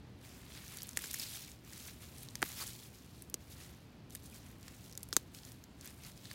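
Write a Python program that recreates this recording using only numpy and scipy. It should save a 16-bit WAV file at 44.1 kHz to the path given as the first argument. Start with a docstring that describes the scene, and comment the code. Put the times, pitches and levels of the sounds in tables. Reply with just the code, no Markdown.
"""Pulling weeds by hand

A hand pulls small weeds out of garden soil, close up. Dry leaves and soil crumbs rustle as dense tiny
clicks with every stroke, and stems rub as they slide out. Roots and stems snap with a bright crack that
sinks into a short low thump. Far traffic rumbles under a faint hum."""
import sys
import numpy as np
from scipy import signal
from scipy.fft import rfft, irfft, next_fast_len
from scipy.io import wavfile
from scipy.ndimage import uniform_filter1d

SR = 44100
rng = np.random.default_rng(int(sys.argv[2]) if len(sys.argv) > 2 else 0)


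def unload_wav(signal):
    """Save mono or channel-first audio to the path in sys.argv[1] as 16-bit WAV at rate SR, clipped to [-1, 1]."""
    wavfile.write(
        sys.argv[1],
        SR,
        np.round(np.clip(np.atleast_2d(signal).T, -1, 1) * 32767).astype(np.int16),
    )


N = 279858


def undb(db):
    return 10 ** (np.asarray(db) / 20)


def level(x, db):
    """Set the rms level."""
    return x * undb(db) / np.sqrt(np.mean(x ** 2))


def colour(x, points):
    """EQ a sound through (Hz, dB) points on a log-frequency axis."""
    size = next_fast_len(len(x))
    hz, db = np.transpose(points)
    log_hz = np.log(np.fft.rfftfreq(size, 1 / SR) + 1)
    gain = undb(np.interp(log_hz, np.log(hz), db))
    return irfft(rfft(x, size) * gain, size)[:len(x)]


def band(x, hz, width_hz):
    """One resonance."""
    return signal.lfilter(*signal.iirpeak(min(hz, SR / 3), hz / width_hz, fs=SR), x)


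def drift(rate_hz):
    """Smooth random modulation with a spread near 1."""
    hold = int(SR / rate_hz)
    steps = np.repeat(rng.standard_normal(N // hold + 1), hold)
    return 1.26 * uniform_filter1d(uniform_filter1d(steps, hold), hold)[:N]


def add_at(track, start_s, sound):
    """Mix a sound into a track."""
    start = int(start_s * SR)
    track[start:start + len(sound)] += sound[:N - start]


def crackle(per_s, spread_db, t60_s):
    """Random breakages, many small and few large, each a noise grain that dies fast."""
    timing, size = rng.random((2, N))
    size_db = np.minimum(-spread_db * np.log(1 - size), 11.0)
    hits = (timing < per_s / SR) * undb(size_db)
    decay = np.exp(-2 * np.log(1000) / (t60_s * SR))
    power = signal.lfilter([1], [1, -decay], hits ** 2)
    envelope = np.sqrt(np.abs(uniform_filter1d(power, size=SR // 500)))
    return envelope * rng.standard_normal(N)


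# Each brush or grip of the hand in the litter. Swell and fade span 10 dB; soil is relative to leaf.
# peak_s, leaf_gain_db, swell_s, fade_s, soil_gain_db
HAND_STROKES = [(.25, -64, .04, .3, -6.5), (0.571, -59, .15, .25, -5), (.73, -57, .1, .12, -6.5),
                (.81, -58.5, 0.08, .04, -13), (.89, -65.5, .05, 0.14, -5.5), (1.03, -53, .08, 0.23, -13),
                (1.22, -49, .08, 0.13, -19.5), (1.36, -52.5, .08, .06, -11), (1.425, -56, .05, .06, -12),
                (1.49, -60, .06, .03, -12), (1.66, -63, .02, .1, -9), (1.735, -57, .06, .03, -9),
                (1.775, -57, .05, 0.16, -9.5), (1.878, -54.5, 0.07, .05, -10), (2.031, -58, .04, .07, -8),
                (2.229, -60, 0.15, .1, -14), (2.378, -66, .04, .04, -12), (2.455, -52, .025, 0.1537, -8),
                (2.62, -46, .06, 0.0937, -13), (2.849, -58.5, .06, .05, -11), (2.95, -67, .05, .3, -14),
                (3.21, -67, .2, .06, -20), (3.42, -67.5, .04, 0.13, -8.5), (3.52, -58.5, .03, .04, -13),
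                (3.61, -59.5, .05, 0.1344, -6.5), (4.125, -64, .02, .13, -26), (4.26, -62, .06, 0.04, -13),
                (4.358, -57.5, .04, .035, -13), (4.47, -66, .08, 0.1, -4), (4.68, -64, .08, 0.13, -6),
                (4.86, -63.5, .12, .1, -17), (5.0, -69, .04, .2, -20), (5.178, -57.5, .03, .035, -11),
                (5.28, -74, .05, .06, -15), (5.36, -59.5, .025, .08, -10.5), (5.47, -61.5, .05, .11, -11),
                (5.862, -58, .05, .07, -6), (6.068, -54.5, .05, .035, -9.5), (6.17, -65, .04, .04, -15),
                (6.25, -64, .05, 0.12, -15), (6.34, -61, .08, 0.17, -9)]


def hand(rest_db=-82):
    """Gain envelopes for leaves and soil: every stroke swells and fades at a steady rate in dB."""
    t = np.arange(0, N + 64, 64) / SR
    peak_s, leaf_db, swell_s, fade_s, soil_db = np.transpose(HAND_STROKES)[:, :, None]
    drop_db = 10 * np.maximum((t - peak_s) / fade_s, (peak_s - t) / swell_s)
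    stroke_power = undb(leaf_db - drop_db) ** 2
    leaf_power = stroke_power.sum(axis=0) + undb(rest_db) ** 2
    soil_power = (stroke_power * undb(soil_db) ** 2).sum(axis=0)
    curves_db = [10 * np.log10(power + 1e-18) for power in (leaf_power, soil_power)]
    return [undb(np.interp(np.arange(N) / SR, t, curve)) for curve in curves_db]


# The bright, papery EQ of dry leaves.
# frequency_hz, gain_db
LEAF_EQ = [(530, -8), (900, -6.5), (1230, -17), (2350, -6), (4890, -4.5), (8980, -5.5), (15200, -4.5),
           (15900, -5), (16500, -27)]


def leaf_rustle():
    """Dry clicks over a fluttering hiss; each leaf also rings in its own band and comes and goes."""
    clicks = level(crackle(per_s=450, spread_db=3.3, t60_s=.006), -4)
    hiss = level(rng.standard_normal(N) * undb(2.4 * drift(27)), -3.5)
    leaves = clicks + hiss
    for hz in (2330, 3550, 4100, 6000, 7300, 9700, 12100):
        ring = band(crackle(per_s=250, spread_db=3.4, t60_s=.016), hz, .32 * hz)
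        leaves += level(ring * undb(2.94 * drift(14)), -8)
    return level(colour(leaves, LEAF_EQ), 3.4)


def soil_drag():
    """Dragged crumbs of soil make a duller, midrange crunch."""
    crumbs = crackle(per_s=400, spread_db=3.0, t60_s=.02)
    return level(band(band(crumbs, 1800, 2400), 1800, 3000), 4)


def scratches():
    """Lone dry scratches among the rustle, in three treble colours."""
    return sum(level(band(crackle(per_s=20, spread_db=3.0, t60_s=.006), hz, .6 * hz), -13)
               for hz in (4800, 7500, 11500))


def snap(crack_hz, crack_t60_s, knock_db, knock_from_hz, knock_to_hz, thump_db=-np.inf):
    """A fibre breaks: sharp crack, splinter tail, hollow stem knock and an optional sinking thump."""
    t = np.arange(SR // 16) / SR
    crack_noise, stem_noise = rng.standard_normal((2, len(t)))

    def decay(t60_s):
        return undb(-60 * t / t60_s)

    def falling_tone(from_hz, to_hz, glide_s):
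        pitch_hz = to_hz + (from_hz - to_hz) * np.exp(-t / glide_s)
        return np.sin(2 * np.pi * np.cumsum(pitch_hz) / SR)

    splinters = undb(-18) * decay(.032)
    burst = crack_noise * (decay(crack_t60_s) + splinters)
    burst[0] = 3.4  # the break itself, before the splinters
    edge = signal.lfilter(*signal.butter(2, 11000, fs=SR), np.diff(burst, prepend=0))
    ring = band(burst, crack_hz, .1 * crack_hz)
    crack = band(burst, crack_hz, .65 * crack_hz) + .09 * edge + .55 * ring
    knock = falling_tone(knock_from_hz, knock_to_hz, glide_s=.0009) * decay(.0078)
    knock += .4 * band(stem_noise * decay(.022), .8 * knock_to_hz, 900)
    thump_swell = np.exp(-((t - .0047) / .002) ** 2)  # peaks just after the crack
    thump = falling_tone(1150, 250, glide_s=.002) * thump_swell
    return crack / np.abs(crack).max() + undb(knock_db) * knock + undb(thump_db) * thump


# Roots and stems giving way in the ground. 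Knock and thump are relative to the crack's peak.
# start_s, crack_peak_db, crack_hz, crack_t60_s, knock_db, knock_from_hz, knock_to_hz, thump_db
ROOT_SNAPS = [(.9724, -15.5, 8140, 0.012, -8.5, 2400, 1600, -32),
              (1.041, -33, 7300, 0.013, 0.5, 1900, 1500, -16),
              (2.4196, -26, 9000, .0066, -2, 2100, 1300, -14),
              (2.4276, -16, 4200, 0.0045, 2, 2600, 620, -15),
              (3.342, -20.5, 6300, .01, -20.5, 2000, 1000, -19),
              (5.1279, -22, 4000, 0.0094, -7, 2400, 900, -18),
              (5.135, -31, 6800, 0.035, -36, 2000, 1500, -32),
              (5.1663, -7, 6200, 0.003, -13.5, 2200, 800, -23)]


def root_snaps():
    """Breaks in the ground: the big accents, each with a low thump."""
    out = np.zeros(N)
    for start_s, peak_db, *timbre in ROOT_SNAPS:
        add_at(out, start_s, undb(peak_db) * snap(*timbre))
    return out


# Dry leaves and fibres cracking above ground. 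The knock is relative to the crack's peak.
# start_s, crack_peak_db, crack_hz, knock_db
LEAF_TICKS = [(.6802, -38.5, 5970, -23), (.722, -39, 10000, -35), (.7407, -38, 10900, -18),
              (.7715, -28.5, 11400, -36), (0.7862, -34.5, 4500, -16), (.82, -29, 5500, -22),
              (0.8318, -26.5, 12700, -39), (.87, -40, 11000, -40), (.876, -42, 12000, -40),
              (.891, -31.5, 6900, -42), (.911, -41, 7000, -35), (.932, -41, 6000, -25),
              (.9655, -36, 11500, -40), (0.9904, -32.5, 8300, -4), (1.02, -32, 12100, -40),
              (1.0586, -34, 4900, -19), (1.072, -39, 6500, -35), (1.0795, -35, 10000, -35),
              (1.1, -40, 4500, -30), (1.1085, -35, 5000, -30), (1.112, -27, 8200, -31),
              (1.1322, -27, 11000, -32), (1.14, -23, 11100, -24), (1.1432, -24, 6500, -8),
              (1.146, -28, 10500, -25), (1.158, -35, 13500, -40), (1.188, -33, 11500, -40),
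              (1.197, -27, 12000, -25), (1.22, -34, 8000, -12), (1.235, -30.5, 4350, -21),
              (1.313, -37, 6000, -30), (1.339, -38, 10000, -35), (1.3475, -36, 6200, -20),
              (1.352, -35, 6300, -25), (1.362, -36, 7500, -30), (1.372, -36, 3800, -20),
              (1.407, -39, 4000, -25), (1.422, -39, 13500, -40), (1.448, -40, 6000, -25),
              (1.498, -43, 12000, -40), (1.5168, -37.5, 5330, -40), (1.648, -46, 6000, -30),
              (1.7335, -35, 6000, -20), (1.778, -41, 8000, -35), (2.1792, -41, 9500, -35),
              (2.1836, -38.5, 8850, -21), (2.232, -33, 11900, -34), (2.287, -36, 4140, -22),
              (2.308, -42, 7000, -20), (2.3546, -26, 5850, -13), (2.4394, -31, 12700, -11),
              (2.49, -36, 8800, -11), (2.5181, -37, 6200, -21), (2.527, -35, 11000, -30),
              (2.593, -35, 13500, -30), (2.626, -33, 9500, -30), (2.677, -31, 6500, -30),
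              (2.733, -39, 9000, -30), (2.8, -44, 6300, -25), (2.834, -45, 10500, -35),
              (3.222, -35, 9500, -19), (3.299, -34.5, 11600, -35), (4.099, -47, 10000, -35),
              (4.106, -43, 6100, -30), (4.125, -48, 10000, -35), (4.131, -47, 9500, -35),
              (4.137, -48, 9000, -35), (4.1507, -29.5, 8800, -14), (4.1548, -33, 9000, -15),
              (4.156, -39, 3200, -20), (4.166, -41, 12900, -31), (4.24, -47, 12000, -20),
              (4.2575, -44, 6000, -35), (4.266, -46, 9000, -35), (4.299, -43, 9000, -35),
              (4.344, -43, 8840, -35), (4.382, -47, 10000, -35), (4.465, -47, 9000, -25),
              (4.486, -48, 8000, -30), (4.5145, -48, 13000, -35), (4.611, -50, 10000, -35),
              (4.629, -43.5, 4780, -40), (4.6814, -37, 4760, -7), (4.842, -45, 4540, -30),
              (4.8615, -46, 4400, -30), (4.897, -43, 6330, -28), (4.914, -45, 6000, -25),
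              (4.9258, -40, 6000, -24), (4.9325, -44, 6100, -28), (4.9524, -39, 6100, -35),
              (4.9758, -27, 6900, -40), (4.995, -50, 9000, -40), (5.0066, -46, 7300, -26),
              (5.031, -28.5, 9200, -30), (5.0365, -40, 10000, -40), (5.0881, -39, 11900, -24),
              (5.107, -49, 11000, -40), (5.3477, -38, 5360, -30), (5.388, -42, 4600, -30),
              (5.4336, -43, 4300, -12), (5.4507, -38, 7000, -34), (5.489, -46, 5850, -31),
              (5.519, -38.5, 8000, -40), (5.6395, -42.5, 6600, -24), (5.811, -38.5, 6200, -22.5),
              (5.846, -41, 8000, -35), (5.858, -35.5, 12300, -19), (5.875, -37.5, 7200, -37),
              (6.036, -41, 7000, -35), (6.0493, -38.5, 4860, -21), (6.0985, -43, 3400, -14),
              (6.118, -44, 5000, -20), (6.176, -46, 5500, -30), (6.2547, -38, 4000, -9.5),
              (6.3132, -35.5, 4500, .3), (6.332, -42, 6500, -15)]


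def leaf_ticks():
    """Breaks above ground: light, crisp snaps with no thump."""
    out = np.zeros(N)
    for start_s, peak_db, crack_hz, knock_db in LEAF_TICKS:
        tick = snap(crack_hz, crack_t60_s=.0085, knock_db=knock_db, knock_from_hz=2300, knock_to_hz=1600)
        add_at(out, start_s, undb(peak_db) * tick)
    return out


# Stems sliding out through leaves and soil.
# start_s, length_s, from_hz, to_hz, width_hz, level_db
STEM_SLIDES = [(1.195, 0.008, 5100, 5000, 200, -42), (1.212, 0.035, 4500, 4300, 400, -56),
               (2.595, 0.044, 1400, 1150, 700, -53), (2.56, 0.04, 5500, 5300, 630, -56),
               (2.605, 0.03, 4700, 4500, 500, -52), (.78, 0.023, 4600, 4500, 300, -60),
               (1.044, .007, 7400, 7300, 300, -48), (4.318, .025, 2500, 2450, 250, -67)]


def stem_slides():
    """Rough rubbing excites one narrow resonance that sinks as the free stem gets longer."""
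    out = np.zeros(N)
    for start_s, length_s, from_hz, to_hz, width_hz, level_db in STEM_SLIDES:
        n = int(length_s * SR)
        friction = uniform_filter1d(rng.standard_normal((2, SR // 8)), int(SR / width_hz))[:, :n]
        phase = 2 * np.pi * np.cumsum(np.linspace(from_hz, to_hz, n)) / SR
        ring = friction[0] * np.cos(phase) + friction[1] * np.sin(phase)
        add_at(out, start_s, level(ring * np.sqrt(np.hanning(n)), level_db))
    return out


# The bass-heavy EQ of distant traffic.
# frequency_hz, gain_db
TRAFFIC_EQ = [(20, -35), (32, -29), (50, -8), (75, -2.5), (150, -6), (260, -9.5), (480, -20), (1300, -28),
              (4500, -33.5), (15000, -62)]


def far_traffic():
    """A gently swaying bed of rumble that thins into hiss."""
    rumble = colour(rng.standard_normal(N), TRAFFIC_EQ)
    return level(rumble, -56) * undb(.7 * drift(1.5))


def mains_hum(pitch_hz=119):
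    """A faint low tone that wavers in pitch and level."""
    phase = 2 * np.pi * np.cumsum(pitch_hz + 1.453 * drift(6)) / SR
    return level(np.sin(phase), -66) * undb(2.6 * drift(5.3))


def scene():
    """Mono mix: the rustle follows the hand; slides, snaps and background add to it."""
    leaf_gain, soil_gain = hand()
    rustle = leaf_gain * leaf_rustle() + soil_gain * soil_drag() + leaf_gain * scratches()
    weeding = rustle + stem_slides() + root_snaps() + leaf_ticks()
    return (weeding + far_traffic() + mains_hum())[None]


def record(dry, cutoff_hz=15850):
    """A phone's steep low-pass cuts the very top."""
    return signal.sosfilt(signal.ellip(10, .2, 70, cutoff_hz, fs=SR, output="sos"), dry)


dry = scene()
out = record(dry)
unload_wav(out)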